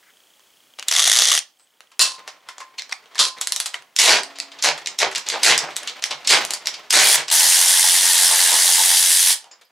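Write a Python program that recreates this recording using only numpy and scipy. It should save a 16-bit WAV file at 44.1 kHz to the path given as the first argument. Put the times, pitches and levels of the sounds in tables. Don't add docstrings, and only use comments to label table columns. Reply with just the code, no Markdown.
import sys
import numpy as np
from scipy import signal
from scipy.io import wavfile
from scipy.ndimage import uniform_filter1d, minimum_filter1d

SR = 44100
rng = np.random.default_rng(int(sys.argv[2]) if len(sys.argv) > 2 else 0)


def rack_gain(trim_db):
    fader = np.asarray(trim_db, float)
    return 10 ** (fader / 20)


def transcribe(u):
    v = np.clip(np.atleast_2d(u).T, -1, 1)
    q = np.round(v * 32767).astype(np.int16)
    wavfile.write(sys.argv[1], SR, q)


N = 428211

# freq_hz, density_db_per_hz
HISS_TONE = [(15, -23.5), (25, -32.5), (114, -18.5), (229, -10.5), (531, -7), (2220, -10), (3160, -6.5),
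             (3820, -10.5), (8590, -12.5), (13600, -17), (16000, -10.5)]
HISS_DB = -56.5
# freq_hz, t60_s
ROOM_DECAY = [(250, .3), (1000, .28), (2200, .22), (5000, .23), (12000, .15)]

# start_s, peak_db, pitch_hz
THUMPS = [(3.79, -60, 144), (4.1, -41.5, 143), (4.681, -41, 154), (5.497, -33, 145), (5.63, -39.5, 153),
          (6.141, -53, 145), (6.332, -36.5, 148), (7.172, -45, 144), (9.298, -66, 120)]
# start_s, length_s, pitch_hz, level_db
SQUEAKS = [(0.025, 0.09, 1815, -55.5), (1.588, 0.063, 8100, -59), (5.71, 0.033, 7900, -54),
           (9.614, 0.014, 13000, -64), (9.649, 0.006, 12000, -57), (9.645, 0.032, 4800, -62),
           (9.512, .03, 5100, -45), (9.512, .015, 7000, -44)]
# time_s, level_db
RUSTLE = [
    [(0.78, -84.5), (0.9, -36.5)],
    [(1.58, -85), (1.87, -75), (2.0, -67)],
    [(2.18, -50), (2.326, -61.5), (3.19, -55.5)],
    [(3.36, -45), (3.52, -57), (3.96, -64)],
    [(4.25, -42), (4.39, -49.5), (4.6, -50), (4.83, -45), (4.97, -46.5)],
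    [(5.05, -39), (5.24, -42.5), (5.44, -34.5), (5.65, -38.5), (5.75, -42), (5.85, -40), (6.0, -42.5)],
    [(6.08, -36.5), (6.24, -45), (6.42, -28.5), (6.6, -47.5), (6.75, -39), (6.9, -51)],
    [(9.42, -60), (9.558, -68), (9.71, -74)],
]
# freq_hz, density_db_per_hz
RUSTLE_TONE = [(35, -92), (60, -34.5), (274, -16), (492, -11), (1040, -7.5), (1580, -9), (2000, 0),
               (3340, 4), (4220, 2), (8120, -12.5), (16000, -22)]
RUSTLE_LOW_DB, RUSTLE_LOW_SHARE = -12, 0.78
# start_s, length_s, level_db
ROCKS = [(7.4, 0.083, -32.5), (7.628, .08, -35.5), (7.799, 0.1, -33), (8.014, 0.12, -36),
         (8.134, 0.055, -38), (8.28, 0.087, -26), (8.39, 0.085, -39), (8.493, 0.098, -27),
         (8.662, 0.065, -34), (8.754, 0.1, -29), (8.891, 0.072, -31.5), (9.435, 0.068, -51)]
ROCK_HZ, ROCK_WIDTH_HZ = 884, 98

# freq_hz, level_db, t60_s
VISE_MODES = [(280, -57, 5), (398, -50, .6), (520, -52, .5), (673, -53, 4), (705, -47, .5), (762, -45, .55),
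              (840, -47, .6)]
SHAKES_DB = [4, -7]
# freq_hz, level_db, t60_s
SOCKET_MODES = [
    [(1044, -19, 0.7), (1095, -15, .15), (985, -19, .15), (1890, -12, .12), (2665, -9, 0.3),
     (3300, -12, .2), (4950, -8, .18), (4097, -4, 0.26), (5647, -9, 0.25), (7084, -8, 0.19),
     (8667, -10, 0.17), (8791, -10, 0.18)],
    [(1036, -18, .55), (1090, -17, .15), (980, -21, .15), (1260, -12, .08), (1890, -14, .12),
     (2665, -18, .25), (3257, -9, .2), (3575, -1, .16), (4075, -9, .24), (4840, -10, .2), (5650, -10, .16),
     (6944, -9, .17)],
]
CLANGS_DB = [-11.5, -10.5]
# start_s, level_db
TAPS = [(2.489, -37), (2.603, -27.5), (3.154, -37), (3.472, -41), (3.601, -40)]
# time_s, level_db
CHATTER = [
    [(1.994, -23.5), (2.02, -24), (2.06, -29.5), (2.17, -55)],
    [(3.19, -14.5), (3.225, -23), (3.29, -35)],
]
# freq_hz, density_db_per_hz
CHATTER_TONE = [(88, -63), (150, -33), (612, -16), (871, -18), (1020, -9), (2400, -14), (4240, -1),
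                (7620, -11), (10400, -13), (16000, -55)]

# start_s, peak_db, pitch_hz
PINGS = [(6.9277, -14, 8600), (6.9721, -20, 8500), (6.972, -2, 9150), (7.0269, -4, 10700),
         (7.0444, -1, 10200), (7.0594, -12, 8920), (7.0744, -9, 10600), (7.0894, -5, 9400),
         (7.1024, -11, 9300), (7.114, 0, 10400), (7.1287, -2, 9600), (7.1425, -4, 10400),
         (7.1574, -4, 10200), (7.3213, -12, 10200), (7.3344, -15, 9240), (7.3494, -16, 9300),
         (7.3744, -12, 8910), (7.387, -4, 10200), (7.3994, 0, 9000)]
# start_s, peak_db, pitch_hz, t60_s
KNOCKS = [(2.4885, -33, 1900, 0.044), (2.4885, -37, 5200, .03), (2.787, -21, 4240, .04),
          (2.796, -25, 2080, .02), (2.927, -13, 2320, 0.012), (2.927, -10, 2050, 0.011),
          (2.927, -8, 5530, 0.0067), (2.927, -12.5, 3720, 0.0071), (3.7425, -13, 3060, 0.017),
          (3.7425, -19.5, 1975, 0.035), (4.4008, -25, 2000, .025), (4.4008, -22, 3520, .015),
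          (5.301, -17, 4500, 0.013), (5.591, -22, 3520, .012), (5.7655, -27, 2640, .012),
          (5.7655, -12, 8240, 0.0086)]
# start_s, peak_db, body_hz, rattle_db (re peak) trigger, with a few sharp hits of the
TRIGGER = [(0.788, -21.5, 2660, -3.5), (0.796, -13, 2580, -34), (0.8264, -17.5, 2750, -16.5),
           (0.884, -0.5, 3540, -19), (1.39, -6.5, 9400, -14.5), (.952, -9.5, 5830, -29.5),
           (1.238, -2, 5980, -27.5), (3.964, -5.5, 5710, -15.5), (4.234, -13.5, 8400, -17),
           (4.625, -7, 5840, -6.5), (4.9884, -7, 5750, -9.5), (5.2875, -6.5, 5780, -35),
           (5.5783, -3.5, 5370, -16), (6.024, -16, 5200, -6), (6.274, -5.5, 5220, -7.5),
           (6.658, -12, 4870, -16), (6.9062, -5, 5250, -9.5), (7.2818, -15, 5400, -3.5),
           (7.3017, -8, 3770, -18)]
TEETH = [(1.9938, -8, 4850, -39), (2.011, 3, 4150, -43), (3.413, -11, 3840, -12), (3.4723, -8.5, 3900, -18),
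         (3.522, -6, 3720, -17.5), (3.5622, -8.5, 3900, -17), (3.6015, -8.5, 3900, -13.5),
         (3.6593, -12.5, 3770, -5), (4.3865, -22, 5000, -16), (5.1802, -18.5, 4130, -14),
         (5.7655, -11.5, 3560, -10), (6.0568, -22.5, 4857, -3), (6.4506, -11.5, 4080, -26),
         (6.507, -10.5, 4230, -17), (6.536, -11.5, 4580, -10), (5.82, -36, 9500, -16),
         (5.832, -25, 9500, -18), (6.686, -24, 7000, -17), (6.692, -29, 7000, -26)]
PAWL = [(0.9132, -6.5, 3450, -24.5), (2.7835, -17.5, 4260, 3), (2.795, -13.5, 4130, -31),
        (2.821, -17, 4150, -47), (2.9124, -26.5, 4370, -3), (3.1812, -13.5, 3660, -2),
        (3.1913, -7, 4100, -32), (3.9877, 3.5, 2220, -11.5), (4.357, -30, 3910, 15),
        (4.401, -5.5, 4900, -38), (4.518, -26, 4160, 0), (4.588, -26.5, 4200, 5), (4.8603, -10, 5100, -16),
        (4.8723, -4.5, 5330, -20.5), (5.15, -11, 3950, -17), (5.1583, -6.5, 5330, -8),
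        (5.002, -8.5, 3000, -13), (5.128, -23, 8000, -15), (5.278, -21, 6000, -17), (5.447, -5, 9430, -18),
        (5.707, -26, 4500, -6), (6.292, -2.5, 4500, -20), (6.2957, -6, 4500, -19), (6.663, -24, 3500, -20),
        (3.058, -35, 3500, -15), (3.148, -26, 6000, -17), (0.925, -4.5, 5970, -22.5),
        (5.2646, -19, 4200, 12), (5.76, -21, 4500, -4), (5.42, -26, 3480, 10.5), (5.301, -4.5, 4850, -16.5),
        (5.5892, -4, 5350, -13.5), (5.875, -12, 3930, -8), (5.897, -14, 4100, -39), (6.0397, -2, 5000, -33),
        (6.109, -12.5, 3910, 10), (6.248, -21, 4020, 2), (6.671, -3.5, 5300, -16), (6.741, -17.5, 5020, 4),
        (9.512, -40, 6900, 1), (9.536, -44, 5000, -8)]
BUMPS = [(0.395, -43, 6550, -25), (1.5966, -47, 4600, -5), (1.806, -30.5, 5100, -50),
         (1.917, -43.5, 2820, 1), (2.194, -33, 1700, -20), (2.2775, -18.5, 5900, -9),
         (2.488, -20, 1920, -8), (2.582, -25, 5970, -17), (2.603, -28.5, 1750, 5.5),
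         (2.894, -30, 4430, -10), (2.924, -12, 2400, -38), (3.1554, -23.5, 1790, -5),
         (3.385, -26, 4090, -15), (3.738, -29.5, 3000, -13.5), (3.7423, -16.5, 2250, -10),
         (3.823, -32.5, 1890, -37), (4.644, -4.5, 1680, -22), (4.778, -21.5, 1660, -4.5),
         (5.1145, -22.5, 1830, -2), (9.443, -32, 3160, -8), (9.613, -43, 3600, 3)]
# thud_db, snap_db (re peak), thud_db_per_db, snap_db_per_db (of strength)
KINDS = [
    (-37.5, -3.5, -1.11, 0.62),
    (-26, -1, -0.67, 0.21),
    (-38.5, -14, -0.73, 0.29),
    (-10.5, -14.5, -0.019, -0.081),
]
TAIL_DULLING_DB = [13, 6.7, 27, 10]
# freq_hz, density_db_per_hz
CLICK_TONE = [(35, -81), (60, -34), (274, -18), (492, -12.5), (1040, -7), (1580, -8.5), (2000, -2.5),
              (3340, 0.5), (4220, -0.5), (8120, -7), (11000, -13.5), (16000, -35)]

# time_s, head_db, load (0-1)
FREE = [(0.908, -30, 0.9), (0.912, -16, 0.88), (1.14, -14.5, 0.43), (1.17, -14.5, 0.64), (1.368, -16, 0.7),
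        (1.394, -24, 0.2)]
# time_s, head_db, load (0-1)
BACKOFF = [(7.31, -18, 0.94), (7.33, -17.5, 0.64), (7.92, -18.5, 0.53), (8.53, -18.5, 0.74),
           (9.23, -19, 0.081), (9.32, -19, 0.43), (9.35, -30, 0.24)]
# time_s, head_db, load (0-1)
LOOSE = [(6.925, -30, 0.4), (7.0, -29, 0.3), (7.08, -19, 0.4), (7.163, -18, 1)]
# start_s, length_s, top_db, top_share (of length), stall (0-1)
STRAIN = [(3.985, 0.23, -14, 0.63, 0.29), (4.633, 0.095, -15.5, 0.52, 0.5),
          (4.994, 0.095, -19.5, 0.38, 0.74), (5.292, 0.097, -27.5, 0.59, 0.98),
          (5.427, 0.15, -13.5, 0.59, 0.36), (5.592, 0.11, -31, 0.033, .99),
          (6.104, 0.059, -28.5, 0.06, 0.5), (6.292, 0.11, -12, 0.42, 0.31), (6.92, 0.25, -13, 0.18, 0.03),
          (7.166, 0.081, -22.5, 0.18, 0.33)]
# time_s, turns_hz
CRANK = [(.9, 24.5), (1.1, 27), (1.35, 31), (3.9, 39), (6.9, 40), (7.03, 64), (7.16, 74), (7.3, 86),
         (7.95, 89.3), (8.3, 88.6), (8.57, 86.5), (8.75, 89), (9.35, 90)]
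# time_s, peak_db
FREE_HITS = [(0.9118, -4), (0.924, -5), (0.9445, -10.5), (0.9634, 1.5), (0.9857, -3.5), (0.9932, 0),
             (1.0013, -2), (1.0234, -3), (1.06, -6.5), (1.068, -7), (1.076, 0), (1.098, -1.5), (1.1154, 2),
             (1.1343, -2.5), (1.1523, -6.5), (1.1703, 0.5), (1.1877, -1.5), (1.205, -4.5), (1.2196, 5),
             (1.2537, -3), (1.271, -7), (1.2873, -4), (1.303, -4), (1.316, 2.5), (1.3377, -5.5),
             (1.3444, -6), (1.3513, -5.5), (1.3765, 2)]
# freq_hz, width_hz, level_db
FREE_TONE = [(18, -75), (30, -45), (170, -47), (740, -14), (913, -19), (1190, -12), (1590, -15), (1960, -5),
             (2480, -11), (3400, -1), (10500, -10), (16000, -37)]
FREE_PEAKS = [(2010, 300, -10), (3460, 450, 0), (6100, 900, -2), (10600, 900, -4)]
BACK_TONE = [(18, -56), (30, -35), (204, -37), (540, -18), (889, -8.5), (1300, -16.5), (1760, -8),
             (2410, -11), (3220, -2), (7090, -1.5), (9220, 6.5), (12300, 0.5), (16000, -12.5)]
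BACK_PEAKS = [(890, 80, -5.5), (2000, 530, -3.5), (10030, 1400, -2.5)]
STRAIN_TONE = [(35, -76), (60, -34), (193, -20.5), (607, 5.5), (1280, -6.5), (2250, 1.5), (2650, -1),
               (4420, 0.5), (10500, -14), (14200, -32.5), (16000, -37.5)]
STRAIN_PEAKS = [(592, 330, -27.5), (2110, 31, -13), (4040, 210, -5.5)]
FREE_KNOCKS_DB = [0, -1, -7, -2, -4, -9]
BACK_KNOCKS_DB = [0, -4.5, -10]
STRAIN_KNOCKS_DB = [0, -4, -2, -5, -1, -4, -3]
BACK_PLACES = [0, -.19, -.2]
# unloaded_db, full_load_db
FREE_RUMBLE_DB = (-21.5, -10)
FREE_FIZZ_DB = (-1.4, -7.5)
BACK_RUMBLE_DB = (-25.5, -10)
BACK_FIZZ_DB = (0.66, -3)
# start_db, top_db, end_db
GRIP_RUMBLE_DB = (-13.5, -9.5, -9.5)
GRIP_FIZZ_DB = (0.93, -6.5, 0.7)
# top_db, end_db
STALL_FIZZ_DB = (-16.5, -55.5)
STALL_RUMBLE_DB = 29
BITE_DB, SAG_DB, STALL_DB = -4.5, -16.5, -8.5


def evened(x):
    return x / np.sqrt(np.mean(x ** 2, -1, keepdims=True) + 1e-20)


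def read(points, hz):
    f, value = np.transpose(points)
    return np.interp(np.log(hz + 1), np.log(f + 1), value)


def unroll(rows):
    s, *columns = np.transpose(rows)
    t = np.arange(s[0], s[-1], 1 / SR)
    return s[0], [np.interp(t, s, c) for c in columns]


def add(mix, s, sound):
    part = mix[round(s * SR):][:len(sound)]
    part += sound[:len(part)]


def ends(size, ms):
    return signal.windows.tukey(size, min(2 * ms / 1000 * SR / size, 1))


def smoothed(x, size):
    return uniform_filter1d(uniform_filter1d(x, size), size)


def coloured(x, tone, peaks=(), lift_db=0):
    hz = abs(np.fft.fftfreq(4096, 1 / SR))
    gain_db = read(tone, hz)
    for f, width_hz, db in peaks:
        gain_db = gain_db + (lift_db + db / 2) / (1 + (2 * (hz - f) / width_hz) ** 2)
    taps = np.fft.ifft(np.exp(np.conj(signal.hilbert(gain_db * np.log(10) / 20)))).real
    return signal.oaconvolve(x, taps[:2048])[:len(x)]


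def thirds(x):
    parts = []
    for cut_hz, kind in [(1500, "low"), ((1500, 7000), "band"), (7000, "high")]:
        sos = signal.butter(4, cut_hz, kind, fs=SR, output="sos")
        parts.append(evened(signal.sosfilt(sos, x)))
    return parts


def patchy(x, depth_db):
    z = signal.stft(x, nperseg=512)[2]
    field = uniform_filter1d(rng.standard_normal(z.shape), 9, 0)
    field = uniform_filter1d(field, 6, 1)
    return signal.istft(z * rack_gain(depth_db * field / field.std()), nperseg=512)[1][:len(x)]


def ring(modes, rough_db, smooth_ms):
    t = np.arange(SR) / SR
    waver = evened(smoothed(rng.standard_normal((len(modes), SR)), round(smooth_ms * SR / 1000)))
    tones = [rack_gain(db - 60 * t / t60) * np.sin(2 * np.pi * hz * t) for hz, db, t60 in modes]
    return (tones * rack_gain(rough_db * waver)).sum(0) * (1 - np.exp(-t / 0.002))


def camera():
    shared, left, right = (evened(coloured(n, HISS_TONE)) for n in rng.standard_normal((3, N)))
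    t = np.arange(700) / SR
    tick = np.sin(2 * np.pi * 3200 * t) + .3 * np.sin(2 * np.pi * 6450 * t)
    tick *= np.exp(-((t - .006) / .0011) ** 2)
    ticks = np.zeros(N)
    for k, db in enumerate(2.5 * rng.standard_normal(int(N / SR * 30))):
        add(ticks, .032 + k / 29.97, rack_gain(db) * tick)
    return rack_gain(HISS_DB) * (shared + 0.17 * np.array([left, right])) + rack_gain(-48.0) * ticks


def room(x):
    taps = np.zeros((6, SR // 2))
    at = np.arange(120, SR // 2 - 20, 20) + rng.integers(0, 20, (6, (SR // 2 - 121) // 20))
    np.put_along_axis(taps, at, rng.choice([-1., 1.], at.shape), 1)
    taps[3:] = 0.87 * taps[:3] + 1.22 * taps[3:]
    hz, t, z = signal.stft(taps, SR, nperseg=256)
    decay = rack_gain(-60 * t / read(ROOM_DECAY, hz)[:, None])
    tail = signal.istft(z * decay, SR, nperseg=256)[1]
    tail = tail.reshape(2, 3, -1) / np.linalg.norm(tail[0])
    phase = 7 * np.arange(N) / SR + np.arange(3)[:, None] / 3
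    turns = np.cos(2 * np.pi * phase) * np.sqrt(2 / 3)
    return signal.oaconvolve((x * turns)[None], tail, axes=2).sum(1)[:, :N]


def bench_thumps():
    out, t = np.zeros(N), np.arange(9000) / SR
    for s, db, hz in THUMPS:
        add(out, s, rack_gain(db - 60 * t / 0.24) * (1 - np.exp(-t / 0.0061)) * np.sin(2 * np.pi * hz * t))
    return out


def squeaks():
    out, t = np.zeros(N), np.arange(9000) / SR
    for s, length, hz, db in SQUEAKS:
        fuzz = evened(smoothed(rng.standard_normal(round(length * SR)), 40))
        add(out, s, rack_gain(db) * fuzz * np.sin(2 * np.pi * hz * t[:len(fuzz)]) * ends(len(fuzz), 3))
    return out


def rustle():
    out = np.zeros(N)
    for rows in RUSTLE:
        s, (db,) = unroll(rows)
        clumps = rack_gain(4 * evened(uniform_filter1d(rng.standard_normal(len(db)), 900)))
        low, mid, high = thirds(coloured(clumps * rng.standard_normal(len(db)), RUSTLE_TONE))
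        rub = rack_gain(db - 4.5) * (mid + rack_gain(-13.0) * high)
        rub += rack_gain(RUSTLE_LOW_DB + RUSTLE_LOW_SHARE * db) * low
        add(out, s, rub * ends(len(db), 2.9))
    return out


def rocking():
    out = np.zeros(N)
    edges_hz = [ROCK_HZ - ROCK_WIDTH_HZ / 2, ROCK_HZ + ROCK_WIDTH_HZ / 2]
    sos = signal.butter(1, edges_hz, "band", fs=SR, output="sos")
    fuzz = evened(signal.sosfilt(sos, rng.standard_normal(N)))
    for s, length, db in ROCKS:
        swell = np.hanning(round(length * SR))
        add(out, s, rack_gain(db + 0.5) * swell * fuzz[round(s * SR):][:len(swell)])
    return out


def vise_handle():
    out, size = np.zeros(N), SR // 2
    for (start, length, *_), db in zip(STRAIN, SHAKES_DB):
        add(out, start + length - .04, rack_gain(db) * ring(VISE_MODES, 1.5, 12)[:size] * ends(size, 30))
    return out


def socket_walls():
    out = np.zeros(N)
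    for rows, modes, clang_db in zip(CHATTER, SOCKET_MODES, CLANGS_DB):
        add(out, rows[0][0] + .005, rack_gain(clang_db) * ring(modes, 4, 2))
    for s, db in TAPS:
        low_modes = [(hz, db + low_db + 9, .6 * t60) for hz, low_db, t60 in SOCKET_MODES[0][:3]]
        add(out, s, ring(low_modes, 4, 4))
    return out


def socket_chatter():
    out = np.zeros(N)
    for rows in CHATTER:
        s, (db,) = unroll(rows)
        size = len(db)
        hits = rack_gain(5.4 * rng.standard_normal(size)) * (rng.random(size) < 7000 / SR)
        chatter = evened(coloured(hits * rng.standard_normal(size), CHATTER_TONE)) * ends(size, 0.97)
        add(out, s, rack_gain(db + 5.5) * chatter)
    return out


def pings():
    out, t = np.zeros(N), np.arange(4000) / SR
    rows = [(s, db + 0.5, hz, .007) for s, db, hz in PINGS] + KNOCKS
    for s, db, hz, t60 in rows:
        pair = np.sin(2 * np.pi * hz * t) + 0.21 * np.sin(2 * np.pi * 1.5 * hz * t)
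        add(out, s, rack_gain(db - 60 * t / t60) * (1 - np.exp(-t / 0.00038)) * pair)
    return out


def click_rows():
    found = []
    for rows, kind, dulling_db in zip((TRIGGER, TEETH, PAWL, BUMPS), KINDS, TAIL_DULLING_DB):
        thud_db, snap_db, thud_slope, snap_slope = kind
        for s, db, hz, rattle_db in rows:
            found.append((s, db, thud_db + thud_slope * db, snap_db + snap_slope * db,
                          hz, rattle_db, dulling_db))
    return found


def clicks():
    out, t = np.zeros(N), np.arange(4400) / SR - .01
    after = np.maximum(t, 0)
    rows = click_rows()
    noise = rng.standard_normal((len(rows), len(t)))
    noise[:, np.argmax(t > 0)] = 3
    for (s, db, low_db, high_db, hz, rattle_db, dulling_db), n in zip(rows, noise):
        spit = rack_gain(-60 * after / .0055) * (t > 0)
        rattle = rack_gain(rattle_db - 60 * after / .12) * (1 - np.exp(-after / .002))
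        slide = rack_gain(rattle_db - 6.5 - 60 * abs(t) / 0.018)
        body = coloured(n * (spit + rattle + slide), CLICK_TONE, [(hz, .32 * hz, 0)], 6.5)
        low, mid, high = thirds(body)
        snap = rack_gain(high_db + 6 - np.minimum(after / 0.024, 1) * dulling_db) * high
        click = (mid + rack_gain(low_db + 8.5) * low + snap) / abs(mid).max()
        add(out, s - .01, rack_gain(db - 1.5) * click * np.cos(np.pi / 2 * after / t[-1]))
    return signal.sosfilt(signal.butter(3, 380, "high", fs=SR, output="sos"), out)


def loaded(rows, rumble_db, fizz_db):
    s, db, load = np.transpose(rows)
    low_db = rumble_db[0] + load * (rumble_db[1] - rumble_db[0])
    high_db = fizz_db[0] + load * (fizz_db[1] - fizz_db[0])
    return np.transpose([s, db, low_db, high_db])


def burst(start, length, db, top, stall):
    s = start + length * np.array([0, np.clip(top, .02, .98), 1])
    level_db = db + np.array([BITE_DB, 0, SAG_DB + STALL_DB * max(stall, 0)])
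    low_db = GRIP_RUMBLE_DB + stall * np.array([0, .3, 1]) * STALL_RUMBLE_DB
    high_db = GRIP_FIZZ_DB + stall * np.array([0, *STALL_FIZZ_DB])
    return np.transpose([s, level_db, low_db, high_db])


def motor(rows, tone, peaks, knocks_db, slop, spread_db, knock_ms, grind_db, lift_db, patchy_db,
          places=0, hits=(), fade_ms=4.0):
    s, (head_db, low_db, high_db) = unroll(rows)
    size, count = len(head_db), len(knocks_db)
    turns_hz = np.interp(s + np.arange(size) / SR, *np.transpose(CRANK))
    step = np.cumsum(turns_hz) / SR * count
    at = np.flatnonzero(np.diff(np.floor(step)))
    which = step[at].astype(int) % count
    luck = rng.standard_normal((len(at), 2))
    late = slop * luck[:, 0] + (np.ones(count) * places)[which]
    late = late * SR / (turns_hz[at] * count)
    train = np.zeros(size)
    spots = np.clip(at + late, 0, size - 1).astype(int)
    train[spots] = rack_gain(np.array(knocks_db)[which] + spread_db * luck[:, 1])
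    for when, db in hits:
        train[round((when - s) * SR)] = rack_gain(2 * db + 9)
    jolt = signal.lfilter([1], [1, -np.exp(-1000 / (knock_ms * SR))], train)
    drive = (evened(jolt) + rack_gain(grind_db)) * rng.standard_normal(size)
    low, mid, high = thirds(patchy(coloured(drive, tone, peaks, lift_db), patchy_db))
    low = patchy(low, 1.0)
    return s, rack_gain(head_db) * (mid + rack_gain(low_db) * low + rack_gain(high_db) * high) * ends(size, fade_ms)


def wrench():
    out = np.zeros(N)
    add(out, *motor(loaded(FREE, FREE_RUMBLE_DB, FREE_FIZZ_DB), FREE_TONE, FREE_PEAKS, FREE_KNOCKS_DB,
                    slop=.26, spread_db=3.5, knock_ms=1.5, grind_db=-10, lift_db=5, patchy_db=.8,
                    hits=FREE_HITS))
    for rows, slop, spread_db, patchy_db in [(BACKOFF, .06, 2, 1.0), (LOOSE, .1, 3, 1.5)]:
        add(out, *motor(loaded(rows, BACK_RUMBLE_DB, BACK_FIZZ_DB), BACK_TONE, BACK_PEAKS, BACK_KNOCKS_DB,
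                        slop, spread_db, knock_ms=1.1, grind_db=0, lift_db=5, patchy_db=patchy_db,
                        places=BACK_PLACES))
    for row in STRAIN:
        add(out, *motor(burst(*row), STRAIN_TONE, STRAIN_PEAKS, STRAIN_KNOCKS_DB,
                        slop=.3, spread_db=4, knock_ms=1.1, grind_db=0, lift_db=4, patchy_db=1.5,
                        fade_ms=9))
    return out


def scene():
    near = wrench() + socket_chatter() + clicks() + rustle() + bench_thumps() + squeaks() + rocking()
    recent = signal.lfilter([1 / (4 * SR)], [1, 1 / (4 * SR) - 1], near ** 2)
    held_close = np.arange(N) < 1.5 * SR
    out = near * rack_gain(np.array([[.2], [-.2]]))
    out = out + rack_gain(-8) * room(near * rack_gain(-9 * held_close))
    out = out + vise_handle() + pings()
    out = out + socket_walls() * rack_gain(np.array([[1], [-1]]))
    return out + camera() / (1 + recent / rack_gain(-46))


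def band_limit(x):
    return signal.sosfilt(signal.butter(12, 16530, fs=SR, output="sos"), x)


def record(dry):
    mid, side = (dry[0] + dry[1]) / 2, (dry[0] - dry[1]) / 2
    side = signal.sosfilt(signal.butter(1, 650, "high", fs=SR, output="sos"), side)
    side = signal.sosfilt(signal.butter(2, 10000, fs=SR, output="sos"), side)
    both = np.array([mid + side, mid - side])
    gain = minimum_filter1d(np.minimum(.93 / (abs(both).max(0) + 1e-9), 1), 65)
    limited = both * uniform_filter1d(gain, 65)
    limited = signal.sosfilt(signal.butter(1, 22, "high", fs=SR, output="sos"), limited)
    edge = signal.firwin(255, 15800, window=("kaiser", 9), fs=SR)
    return band_limit(signal.oaconvolve(limited, edge[None], "same"))


dry = scene()
out = record(dry)
transcribe(out)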